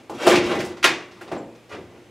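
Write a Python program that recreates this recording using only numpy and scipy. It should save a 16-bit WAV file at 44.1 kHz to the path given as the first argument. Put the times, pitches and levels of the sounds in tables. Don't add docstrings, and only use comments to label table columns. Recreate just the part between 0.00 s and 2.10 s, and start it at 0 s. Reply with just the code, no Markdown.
import sys
import numpy as np
from scipy import signal
from scipy.fft import rfft, irfft
from scipy.io import wavfile

SR = 44100
rng = np.random.default_rng(int(sys.argv[2]) if len(sys.argv) > 2 else 0)


def master_out(mix):
    frames = np.transpose(np.atleast_2d(mix))
    ceiling = np.clip(frames, -1, 1)
    pcm = np.round(ceiling * 32767).astype(np.int16)
    wavfile.write(sys.argv[1], SR, pcm)


N = 92610


def amp(db):
    return 10 ** (np.asarray(db) / 20)


def unit(x):
    return x / np.sqrt(np.mean(x ** 2) + 1e-20)


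def read(points, hz):
    f, value = np.transpose(points)
    return np.interp(np.log(hz + 1), np.log(f + 1), value)


def add(mix, s, sound):
    part = mix[max(round(s * SR), 0):][:len(sound)]
    part += sound[:len(part)]


def colour(x, points, size=4096):
    hz = abs(np.fft.fftfreq(size, 1 / SR))
    log_gain = np.log(amp(read(points, hz)))
    response = np.exp(np.conj(signal.hilbert(log_gain)))
    taps = np.fft.ifft(response).real
    return signal.fftconvolve(x, taps[:size // 2])[:len(x)]


TONE_HZ = [110, 350, 560, 900, 2000, 5000, 11000]
# t/s, seven strengths at TONE_HZ level/dB, frame's share of the modes (0-1)
KNOCKS = [(0.0954, -14.5, -15, -21, -13, -30.5, -26.5, -19.5, 0.034),
          (0.115, -18.5, -19.5, -26, -20.5, -42, -35, -40, 0.046),
          (0.2295, -27, -7.5, -15.5, -15, -18, -16, -21, 0.042),
          (0.2657, -3.5, 2.5, 1, 2, -7, -2, 3, 0.039), (0.2734, -5, 1.5, 2.5, -0.5, -3.5, -5, -0.5, 0.041),
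          (0.3108, -5.5, -10, -23, -3.5, -0.5, -13, -12, 0.031),
          (.336, 0.5, -16.5, -6.5, -8.5, -7, -8.5, -19, 0.044),
          (0.3537, -17, -11, -44, -50, -0.5, -3.5, -7.5, 0.075),
          (.435, -6, -18, -27, -34, -30, -14.5, -22, 0.068),
          (0.5126, -2.5, -14, -8.5, -11, -11.5, -19, -21, 0.054),
          (0.548, -11, -19, -21, -15, -19, -33, -16, 0.07),
          (.562, -10.5, -7, -8, -41, -15.5, -38, -32, 0.11), (.588, -19, -29, -9, -25, -27, -12, -21, 0.11),
          (.602, -15, -35, -24, -21.5, -13.5, -18, -11.5, 0.29),
          (0.647, -18, -36, -45, -13.5, -55, -19.5, -13.5, 0.17),
          (0.7688, -13, -46, -36, -28, -29.5, -27, -31.5, 0.49),
          (0.8281, -9, -39, -30, -11.5, -7, -5.5, -6.5, 0.87), (0.8411, -15, -4, -6.5, 0, 6, 4, 4.5, 0.83),
          (1.112, -22, -28, -48, -38, -35, -29.5, -37, 0.42),
          (1.168, -34, -36, -47, -27.5, -45, -38, -44, 0.057),
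          (1.211, -32, -21.5, -25, -23.5, -25.5, -31, -21.5, 0.33),
          (1.277, -21, -30, -27.5, -27, -31, -29, -36, 0.27),
          (1.3152, -9.5, -11.5, -10, -12, -20.5, -24.5, -23.5, 0.014),
          (1.364, -17, -17, -17, -16.5, -36, -38, -48, 0.016),
          (1.5495, -33, -42, -42, -40, -41, -37, -38, .1),
          (1.72, -11, -27.5, -28.5, -31, -22.5, -32.5, -33, 0.37),
          (1.788, -12.5, -47, -32.5, -33, -52, -50, -44, 0.05)]
EARLIER_RING_DB, EARLIER_AGE_S = -23.5, .08


def knocks():
    out = np.zeros(N)
    for s, *tone_db, frame_share in KNOCKS:
        tone = list(zip(TONE_HZ, tone_db))
        add(out, s, colour(ring(frame_share), tone))
    earlier = ring(0)[round(EARLIER_AGE_S * SR):]
    add(out, 0, amp(EARLIER_RING_DB) * earlier)
    return out


# f/Hz, rise/s, t60 of the first clatter/s, tail level/dB, t60 of the tail/s
RING = [(90, 0.014, 0.074, -1, 0.77), (204, 0.022, 0.14, 7.5, 0.58), (390, 0.0028, 0.23, -3, 0.71),
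        (1070, 0.0016, 0.15, -2.5, 0.47), (2440, 0.00071, 0.18, -1.5, 0.42),
        (5500, 0.0025, 0.16, -1.5, 0.38), (11900, 0.0023, 0.057, 3.5, 0.19)]
# f/Hz, level/dB, t60/s
PANEL_MODES = [(92, -23, 0.61), (234.9, -22.5, 0.64), (327.7, -26, 0.75), (356, -20, 0.75),
               (378.4, -30.5, 0.3), (490.7, -26.5, 0.65), (550.3, -24.5, 0.5), (611.7, -25.5, 0.53),
               (671.4, -24.5, 0.52), (797, -18, 0.37), (895, -45, .4), (1191, -15.5, 0.25),
               (1772, -39, 0.22), (2004, -24.5, .55), (2710, -17, 0.38), (3120, -25, 0.27)]
# f/Hz, level/dB, t60/s
FRAME_MODES = [(340.4, -17, 0.17), (373.7, -13.5, 0.3), (692, -20.5, .5), (1063, -12.5, 0.2),
               (1136, -28, 0.65), (1397, -7.5, 0.2), (1600, -19, 0.28), (1883, -12, 0.24),
               (2110, -34, 0.22), (2190, -27, .33), (2490, -14.5, 0.31), (2798, -27, 0.61),
               (3590, -17, 0.32), (3770, -14, 0.11), (4640, -13, 0.25)]
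CLATTER_DB = 4


def ring(frame_share):
    t, hz = np.arange(SR) / SR, np.fft.rfftfreq(SR, 1 / SR)
    dense = rfft(rng.standard_normal(SR))
    centres = [row[0] for row in RING]
    out = np.zeros(SR)
    for own, (_, rise, clatter_t60, tail_db, tail_t60) in zip(np.eye(len(RING)), RING):
        weight = read(list(zip(centres, own)), hz)
        band = irfft(dense * weight, SR)
        clatter = amp(CLATTER_DB - 60 * t / clatter_t60)
        tail = amp(tail_db - 60 * t / tail_t60)
        out += band * (1 - np.exp(-t / rise)) * np.hypot(clatter, tail)
    share = np.clip(frame_share, 0, 1)
    panel = np.sqrt(1 - share) * modes(PANEL_MODES, t)
    frame = np.sqrt(share) * modes(FRAME_MODES, t)
    return out + panel + frame


def modes(table, t):
    out = np.zeros(len(t))
    for hz, db, t60 in table:
        out += amp(db - 60 * t / t60) * np.sin(2 * np.pi * (hz * t + rng.random()))
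    return out


# f/Hz, level/dB
SNAP = [(200, -41), (800, -30), (1400, 6), (2100, -12), (3100, 7.5), (4200, -11), (6000, -7), (8000, -32),
        (10300, -9), (15000, -39)]
SNAP_S, SNAP_RISE_S, SNAP_T60_S = .8412, 0.0011, 0.073
SNAP_DB = -11


def snap():
    t, out = np.arange(SR // 4) / SR, np.zeros(N)
    crack = unit(colour(rng.standard_normal(len(t)), SNAP))
    rise = 1 - np.exp(-t / SNAP_RISE_S)
    add(out, SNAP_S, crack * rise * amp(SNAP_DB - 60 * t / SNAP_T60_S))
    return out


# t/s, friction level/dB, boom of the sheet level/dB, grit level/dB
SLIDE = [(.13, -33.5, -12, 8), (.19, -17, -15, -3), (.238, -11, -6, 1), (.262, -12, -13, 0),
         (.3, -10.5, 10, 11.5), (.365, -10.5, -1, -8), (.39, -23.5, 21.5, -9), (.45, -11.5, -34, -2),
         (.54, -11.5, -1, -10), (.58, -28.5, 1, 4), (.62, -29.5, 0, 6.5), (.69, -30.5, 6, 4.5),
         (.73, -31, -6, -8)]
NUDGE = [(1.14, -48, 0, 14), (1.18, -38, 0.014, -11), (1.228, -32, 0, 0), (1.25, -44, 0.19, 2),
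         (1.31, -34.5, 0, -17), (1.34, -25.5, -2, -10), (1.38, -42, 0, -4)]
RUB = [(1.688, -37, 16, 11), (1.708, -20.5, -1, -12), (1.725, -23, 0, -11), (1.748, -22.5, -6, -20),
       (1.77, -40.5, 21.5, -8), (1.82, -42, 14, -6), (1.87, -57, 19, 1), (1.96, -40.5, 17, -15),
       (2.02, -54, 5, 0)]
SLIPS_PER_S = 1200
SLIP_SPREAD_DB = 5.
BOOM_HZ, GRIT_HZ = 203, 3900


def scrape(stroke, frame_share=.15):
    t = np.arange(N) / SR
    s, *columns = np.transpose(stroke)
    level, boom, grit = [amp(np.interp(t, s, c)) for c in columns]
    happens = rng.random(N) < SLIPS_PER_S / SR
    sign = rng.choice([-1, 1], N)
    strength = amp(SLIP_SPREAD_DB * np.minimum(rng.exponential(1, N), 3))
    slips = unit(happens * sign * strength)
    low = signal.sosfilt(signal.butter(1, BOOM_HZ, fs=SR, output="sos"), slips)
    high = signal.sosfilt(signal.butter(1, GRIT_HZ, "high", fs=SR, output="sos"), slips)
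    moving = (t > s[0]) * (t < s[-1])
    force = level * (slips + (boom - 1) * low + (grit - 1) * high) * moving
    answer = ring(frame_share)
    return signal.fftconvolve(force, answer / np.linalg.norm(answer))[:N]


SQUEAK_S, SQUEAK_DB, SQUEAK_T60_S = 1.377, -47, 0.044
SQUEAK_HZ, SQUEAK_WIDTH_HZ = 7400, 230


def squeak(rise_s=.002, room_db=-13, room_t60=0.34):
    t, hz, out = np.arange(SR) / SR, np.fft.rfftfreq(SR, 1 / SR), np.zeros(N)
    peak = 1 + ((hz - SQUEAK_HZ) / SQUEAK_WIDTH_HZ) ** 2
    squeal = unit(irfft(rfft(rng.standard_normal(SR)) / peak, SR))
    fade = amp(-60 * t / SQUEAK_T60_S) + amp(room_db - 60 * t / room_t60)
    add(out, SQUEAK_S, amp(SQUEAK_DB) * squeal * (1 - np.exp(-t / rise_s)) * fade)
    return out


# f/Hz, relative level per Hz/dB
AIR = [(25, -29), (60, -4), (120, -4), (220, -1), (350, 2.5), (600, -3.5), (1000, -8), (1500, -13),
       (2400, -10), (4000, -18.5), (7000, -23), (11000, -29.5), (15500, -38)]
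AIR_DB, HUM_HZ, HUM_DB = -52.5, 118.3, -61


def room_tone():
    hum = unit(np.sin(2 * np.pi * HUM_HZ * np.arange(N) / SR))
    air = unit(colour(rng.standard_normal(N), AIR))
    return amp(AIR_DB) * air + amp(HUM_DB) * hum


def spread(x, width, size=500):
    walls = rng.standard_normal(size) * np.hanning(size)
    reflected = signal.fftconvolve(x, walls / np.linalg.norm(walls))[:N]
    side = colour(reflected, width)
    return np.array([x + side, x - side])


# f/Hz, level/dB
SHEET = [(25, -44), (55, -21.5), (90, -16), (130, -12.5), (225, -8), (345, 0), (560, -3.1), (900, -7),
         (1400, -9.5), (2300, -10.5), (3900, -16.5), (6300, -21), (9800, -30), (13600, -39.5), (16000, -43)]
# f/Hz, side against mid level/dB
COVER_WIDTH = [(60, -13), (180, -36), (350, -38), (700, -24.5), (1400, -19.5), (2800, -19), (6000, -15.5),
               (10000, -23.5), (12000, -26)]
# f/Hz, side against mid level/dB
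AIR_WIDTH = [(100, -20.5), (400, -13), (1500, -9.5), (7000, -11), (10000, -11), (14000, -18)]


def scene():
    strokes = scrape(SLIDE) + scrape(NUDGE) + scrape(RUB)
    cover = colour(knocks() + strokes, SHEET)
    return spread(cover + squeak(), COVER_WIDTH) + snap() + spread(room_tone(), AIR_WIDTH)


CUTOFF_HZ = 15800


def record(dry, balance_db=0.08):
    tilted = dry * amp([[balance_db], [-balance_db]])
    rounded = tilted / (1 + (tilted / .88) ** 8) ** (1 / 8)
    low_pass = signal.firwin(511, CUTOFF_HZ, window=("kaiser", 9), fs=SR)
    return signal.oaconvolve(rounded, low_pass[None], "same")


dry = scene()
out = record(dry)
master_out(out)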